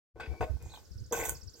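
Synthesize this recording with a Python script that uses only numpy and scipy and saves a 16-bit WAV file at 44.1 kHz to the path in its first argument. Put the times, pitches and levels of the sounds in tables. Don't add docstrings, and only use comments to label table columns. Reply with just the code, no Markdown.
import sys
import numpy as np
from scipy import signal
from scipy.fft import rfft, irfft
from scipy.io import wavfile
from scipy.ndimage import uniform_filter1d

SR = 44100
rng = np.random.default_rng(int(sys.argv[2]) if len(sys.argv) > 2 else 0)


def gain_from_decibels(decibels):
    exponent = np.asarray(decibels, float) / 20
    return 10 ** exponent


def waveform_to_disk(signal):
    frames = np.transpose(np.atleast_2d(signal))
    scaled = np.clip(frames, -1, 1) * 32767
    samples = np.round(scaled).astype(np.int16)
    wavfile.write(sys.argv[1], SR, samples)


N = 70560

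OPEN_S = 0.1353

# frequency in Hz, level in dB, t60 in seconds.
SHELL_MODES = [(345.6, 0.5, 0.087), (474, 7, 0.042), (619, -8.5, 0.065), (730.6, 0, 0.03),
               (846, -3.5, 0.043), (944, -5.5, 0.038), (1075.5, -5.5, 0.046), (1344, -15, 0.035),
               (1515, -3.5, 0.079), (1832, -9.5, 0.032), (2050, -2, 0.02), (2240, -4.5, 0.029),
               (2548, 1, 0.018), (3446, 4.5, 0.0062), (4780, -2.5, 0.013)]


def evened(x):
    return x / np.sqrt(np.mean(x ** 2) + 1e-20)


def read(points, hz):
    f, value = np.transpose(points)
    return np.interp(np.log(hz + 1), np.log(f + 1), value)


def coloured(x, points):
    return irfft(rfft(x) * gain_from_decibels(read(points, np.fft.rfftfreq(N, 1 / SR))), N)


def add(mix, s, sound):
    part = mix[round(s * SR):][:len(sound)]
    part += sound[:len(part)]


def stroke(start, hold, t60, rise=.002):
    t = np.arange(N) / SR - start
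    return np.clip(t / rise, 0, 1) * gain_from_decibels(-60 * np.maximum(t - hold, 0) / t60)


def clicks(per_s, spread_db):
    draw = rng.random((N, 3))
    happens = draw[:, 0] < per_s / SR
    size = gain_from_decibels(spread_db * np.minimum(-np.log(draw[:, 1] + 1e-9), 5))
    return happens * size * np.sign(draw[:, 2] - .5)


def garden():
    # frequency in Hz, level in dB per Hz.
    hiss = [(120, -29), (200, -1.5), (519, -3.5), (836, -21.5), (1300, -15.5), (1530, -14), (2330, -26),
            (5040, -11), (8200, -20), (8800, -24), (16000, -23)]
    z = rng.standard_normal((3, N))
    air = z[:2] + 0.6 * z[2]
    return gain_from_decibels(-65) * evened(coloured(air, [(60, -15)] + list(hiss)))


def wind():
    # start in seconds, hold in seconds, level in dB, left over right in dB.
    gusts = [(0.146, 0.08, -55, 39), (0.273, 0.054, -38.5, 7.5), (0.4, 0.038, -34.5, 6),
             (0.496, 0.023, -34.5, -8.5), (0.536, 0.025, -39, -9), (0.612, 0.054, -46, 5),
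             (0.66, 0.02, -47, -14), (0.714, 0.033, -56.5, -0.5), (0.807, 0.17, -66, 3),
             (0.905, 0.026, -46.5, 10), (0.956, 0.033, -42, -13.5), (1.005, 0.019, -41.5, -9),
             (1.057, 0.02, -51.5, 4), (1.131, 0.1, -44, 40), (1.268, 0.094, -47, 7.5),
             (1.422, 0.063, -48.5, 26)]
    # frequency in Hz, level in dB per Hz.
    buffet = [(8.8, -52), (15, -12), (37, -23.5), (60, -2), (97, -8.5), (184, -24), (237, -30.5),
              (500, -37.5), (650, -85), (1100, -120)]
    calm_db, rise_s, t60_s = -66, 0.0036, 0.13
    wind_db, lumps_db = 1, 1.5
    drift = uniform_filter1d(rng.standard_normal((2, N)), 900, axis=1)
    lumps = evened(uniform_filter1d(drift, 900, axis=1))
    low = evened(coloured(rng.standard_normal((2, N)), list(buffet) + [(1200, -67)]))
    sign = np.array([[1], [-1]])
    force = gain_from_decibels(calm_db)
    for s, hold, db, side_db in gusts:
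        share = np.sqrt(2 / (1 + gain_from_decibels(-2 * sign * side_db)))
        force = force + stroke(s, hold, t60_s, rise_s) * gain_from_decibels(db) * share
    return low * force * gain_from_decibels(wind_db + lumps_db * lumps)


def patio(x):
    # frequency in Hz, t60 in seconds.
    decay = [(300, .2), (2000, .16), (10000, .12)]
    taps = np.zeros((2, SR // 2))
    at = np.arange(200, SR // 2 - 20, 20) + rng.integers(0, 20, (2, 1))
    at_uneven = at + rng.integers(-9, 9, at.shape)
    np.put_along_axis(taps, at_uneven, rng.choice([-1., 1.], at.shape), 1)
    hz, t, z = signal.stft(taps, SR, nperseg=256)
    tail = signal.istft(z * gain_from_decibels(-60 * t / read(decay, hz)[:, None]), SR, nperseg=256)[1]
    return signal.fftconvolve(x[None], tail / np.linalg.norm(tail[0]), axes=1)[:, :N]


def ports(x):
    # frequency in Hz, left over right in dB.
    balance = [(250, 0.5), (700, -0.5), (1300, 2.5), (2500, 5), (5000, -10), (15000, -9.5)]
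    # frequency in Hz, lead of the left port in radians.
    phase = [(500, 0.16), (1300, 1), (2200, -1.45), (6000, -1.19), (10000, -1.76), (16000, -1.8)]
    hz, half = np.fft.rfftfreq(N, 1 / SR), np.array([[.5], [-.5]])
    return irfft(rfft(x) * gain_from_decibels(half * read(balance, hz)) * np.exp(1j * half * read(phase, hz)), N)


def whistle(points):
    s, hz, db = np.transpose(points)
    t = np.arange(s[0], s[-1], 1 / SR)
    edge = np.clip(np.minimum(t - s[0], s[-1] - t) / 0.0004, 0, 1)
    turn = 2 * np.pi * np.cumsum(np.interp(t, s, hz)) / SR
    return np.sqrt(2) * edge * gain_from_decibels(np.interp(t, s, db)) * np.sin(turn)


def birds():
    # start in seconds, level in dB, rising part over falling part in dB.
    trill = [(.784, -65, -10), (0.847, -63.5, 0), (.911, -60.5, 0), (0.976, -57.5, 3.5), (1.038, -60, 6.5),
             (1.103, -61, -5), (1.164, -56, -10), (1.224, -54, -10), (1.346, -52.5, 6), (1.409, -56, 7),
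             (1.472, -51.5, 1.5), (1.534, -54.5, 3), (1.596, -50, 5)]
    # time in seconds, pitch in Hz, level in dB.
    syllable = [
        (0, 6000, -12),
        (.004, 5650, -4),
        (.010, 5000, 0),
        (.016, 4450, -8),
        (.020, 4100, -22),
        (.022, 4600, -10),
        (.025, 6200, -9),
        (.029, 7300, -10),
        (.033, 7900, -16),
    ]
    # time in seconds, pitch in Hz, level in dB.
    warble = [
        (0.696, 3460, -61),
        (.706, 4400, -62),
        (0.715, 4465, -69),
        (0.723, 3870, -52),
        (0.731, 4010, -71),
        (0.74, 3344, -54),
        (0.752, 4370, -57.5),
        (0.762, 2950, -55),
        (0.768, 4200, -73),
    ]
    # delay in seconds, level in dB.
    echoes = [
        (.019, -17),
    ]
    out = np.zeros(N)
    rising = np.array(syllable)[:, :1] > .021
    for (s, db, rise_db), shift in zip(trill, rng.standard_normal(30)):
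        pitched = np.array(syllable) * [1, 1 + 0.0133 * shift, 1]
        add(out, s, whistle(pitched + [0, 0, db] + rising * [0, 0, rise_db]))
    add(out, warble[0][0], whistle(warble))
    return out + sum(gain_from_decibels(db) * np.roll(out, round(s * SR)) for s, db in echoes)


def grit():
    # start in seconds, hold in seconds, release t60 in seconds, level in dB, fine over coarse in dB.
    scrapes = [(0.201, 0.0077, 0.035, -53.5, -15), (0.405, 0.0077, 0.28, -56.5, -3.5),
               (0.6238, 0.0015, 0.02, -50, -1), (0.627, 0.083, 0.58, -58.5, -16),
               (0.728, 0.026, 0.4, -70, 6.5), (1.123, 0.0061, 0.049, -30, -5), (1.155, .002, .03, -44, -8),
               (1.13, 0.084, 0.069, -39, -4), (1.223, 0.047, 0.3, -41.5, 0), (1.25, 0.0096, 0.027, -37, 1),
               (1.285, 0.0077, 0.019, -43.5, 7.5), (1.2946, 0.0006, 0.008, -25, 4.5),
               (1.539, 0.0011, 0.026, -62, 2), (1.558, 0.035, 0.088, -60, -4)]
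    # frequency in Hz, level in dB per Hz.
    coarse_sand = [(2000, -25), (3500, -13.5), (4300, -34), (5200, -24), (5900, -8.5), (6200, -2.5),
                   (8200, -6), (9000, -24), (11000, -53)]
    fine_sand = [(8000, -36), (9500, -8.5), (10600, -14), (11800, -3.5), (13300, 0), (15900, -8.5),
                 (16500, -29.5)]
    grit_db, patchy_db = -6.5, 3.
    hz, t, z = signal.stft(clicks(per_s=9900, spread_db=2), SR, nperseg=256)
    across_pitch = uniform_filter1d(rng.standard_normal(z.shape), size=4, axis=0)
    patches = evened(uniform_filter1d(across_pitch, size=10, axis=1))
    snaps = signal.istft(z * gain_from_decibels(patchy_db * patches), SR, nperseg=256)[1][:N]
    coarse, fine = evened(coloured(snaps, coarse_sand)), evened(coloured(snaps, fine_sand))
    out = np.zeros(N)
    for s, hold, t60, db, fine_db in scrapes:
        out += stroke(s, hold, t60, hold / 3) * gain_from_decibels(db + grit_db) * (coarse + gain_from_decibels(fine_db) * fine)
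    return out


def squeaks():
    # start in seconds, length in seconds, pitch in Hz, level in dB, unsteadiness from 0 to 1.
    axle = [
        (0.2746, 0.13, 2290, -60.5, 0.3),
        (.59, 0.21, 2470, -69.5, 0.31),
        (0.464, 0.046, 625, -50, 0.25),
        (.5, 1.1, 1500, -83.5, 1),
    ]
    overtone_db = -19
    out = np.zeros(N)
    for s, length, hz, db, rough in axle:
        t = np.arange(0, length, 1 / SR)
        wobble = uniform_filter1d(rng.standard_normal((2, N)), 500, axis=1)[:, :len(t)] * np.sqrt(500)
        level_wobble, phase_wobble = wobble
        turn = 2 * np.pi * hz * t + rough * phase_wobble
        shape = np.minimum(np.minimum(t, length - t) / 0.0068, 1) * (1 + rough * level_wobble)
        tone = np.sin(turn) + gain_from_decibels(overtone_db) * np.sin(2 * turn)
        add(out, s, np.sqrt(2) * gain_from_decibels(db) * shape * tone)
    return out


def rattle():
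    roll_starts = [.156, .199, .312, .409, .46, .6, 1.112, 1.126, 1.2, 1.54]
    # hold in seconds, release t60 in seconds, level in dB, favoured pitch in Hz.
    rolls = [
        (0.13, 0.34, -51.5, 520),
        (0.015, 0.28, -40.5, 2500),
        (0.023, 0.34, -48.5, 290),
        (0.033, 0.044, -35.5, 1140),
        (0.0092, 0.38, -51, 960),
        (0.18, 0.42, -58.5, 1000),
        (0.0072, 0.063, -33, 240),
        (0.085, 0.4, -35, 1210),
        (0.084, 0.22, -49.5, 1300),
        (0.089, 0.068, -65.5, 640),
    ]
    focus_db = 2.5
    out, t = np.zeros(N), np.arange(6000) / SR
    motion = np.array([stroke(s, hold, t60, 0.0016) * gain_from_decibels(db)
                       for s, (hold, t60, db, _) in zip(roll_starts, rolls)])
    for hz, db, t60 in SHELL_MODES:
        ring = gain_from_decibels(-60 * t / t60) * np.sin(2 * np.pi * hz * t)
        focus = gain_from_decibels(-focus_db * np.log2(hz / np.array(rolls)[:, -1]) ** 2)
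        hits = evened(clicks(per_s=2500, spread_db=3.5)) * (focus @ motion)
        out += signal.oaconvolve(hits, gain_from_decibels(db) * ring)[:N] / 20
    return gain_from_decibels(-5) * out


def struck_shell(blows, focus_db, tick_db):
    detune, scatter_db = .01, 2.
    out, t = np.zeros(N), np.arange(6000) / SR
    hz, db, t60 = np.transpose(SHELL_MODES)[:, :, None]
    draws = rng.standard_normal((len(blows), len(SHELL_MODES), 2))
    ticks = rng.standard_normal((len(blows), 400)) * gain_from_decibels(-60 * t[:400] / .008)
    for (s, level_db, near_hz), draw, tick in zip(blows, draws, ticks):
        away_db = focus_db * np.log2(hz / near_hz) ** 2
        gain = gain_from_decibels(db + scatter_db * draw[:, :1] - away_db - 60 * t / t60)
        modes = gain * np.sin(2 * np.pi * hz * (1 + detune * draw[:, 1:]) * t)
        ring = modes.sum(0) * np.minimum(t / 0.0015, 1)
        ring = ring / np.sqrt(np.mean(ring[:300] ** 2))
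        add(ring, 0, tick * gain_from_decibels(tick_db))
        add(out, s, gain_from_decibels(level_db - 8.5) * ring)
    return out


def light_taps():
    # time in seconds, strength in dB, pitch in Hz.
    touches = [(.176, -64, 486), (.200, -54, 1500), (.211, -39, 1510), (.314, -57, 470), (.338, -41, 470),
               (.408, -29, 480), (.412, -27, 725), (.426, -23, 735), (.428, -26, 480), (.440, -29.5, 485),
               (.446, -38.5, 483), (.497, -51, 650), (.569, -52.5, 810), (.593, -60, 840), (.626, -63, 810),
               (.636, -51, 474), (.660, -49, 790), (.662, -52, 474), (.700, -55, 810), (.719, -50, 846),
               (.737, -44, 846), (.745, -47.5, 846), (.760, -63, 846), (.774, -43.5, 846), (.800, -62, 890),
               (.830, -59, 870), (1.112, -36.5, 407), (1.124, -28.5, 474), (1.126, -25.5, 944),
               (1.133, -31, 472), (1.140, -32.5, 1500), (1.149, -33, 484), (1.150, -35.5, 2310),
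               (1.162, -40, 480), (1.173, -32, 480), (1.173, -33, 944), (1.195, -32, 474),
               (1.199, -34, 2050), (1.204, -44, 474), (1.213, -32, 2070), (1.214, -44, 1510),
               (1.218, -36, 474), (1.229, -38.5, 820), (1.233, -35.5, 2440), (1.238, -34, 2050),
               (1.240, -37, 474), (1.252, -37.5, 2050), (1.256, -34.5, 816), (1.268, -49, 1510),
               (1.281, -38.5, 440), (1.286, -42, 2100), (1.291, -36, 870), (1.292, -37, 1530),
               (1.293, -37, 474), (1.320, -39, 474)]
    return struck_shell(touches, focus_db=200., tick_db=-28)


def knocks():
    # time in seconds, strength in dB, favoured pitch in Hz.
    hits = [(.156, -55, 482), (0.174, -47.5, 410), (.198, -34, 1110), (.205, -35, 1580), (.232, -40, 2670),
            (.240, -43.5, 3220), (0.261, -40.5, 2240), (.312, -41.5, 450), (.337, -39, 657),
            (.408, -27, 900), (.408, -39.5, 2260), (.426, -42, 2560), (.442, -54, 1400), (0.624, -61, 1490),
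            (0.738, -50, 1340), (.774, -56.5, 1360), (1.124, -28, 780), (1.129, -33.5, 880),
            (1.296, -53, 1450), (1.552, -53, 395)]
    return struck_shell(hits, focus_db=11., tick_db=-18)


def scene():
    shell = knocks() + light_taps() + rattle() + squeaks()
    airy = grit() + birds()
    direct = ports(shell + airy)
    reflected = patio(gain_from_decibels(-11) * shell + gain_from_decibels(-3) * airy)
    return direct + reflected + wind() + garden() * stroke(OPEN_S, 2, 1, 0.13)


def low_pass(x):
    return signal.sosfilt(signal.butter(12, 16130, fs=SR, output="sos"), x)


def record(dry):
    fade_s = 0.023
    opened = np.clip((np.arange(N) / SR - OPEN_S) / fade_s, 0, 1) ** 2
    return low_pass(dry * (opened + gain_from_decibels(-68)))


dry = scene()
out = record(dry)
waveform_to_disk(out)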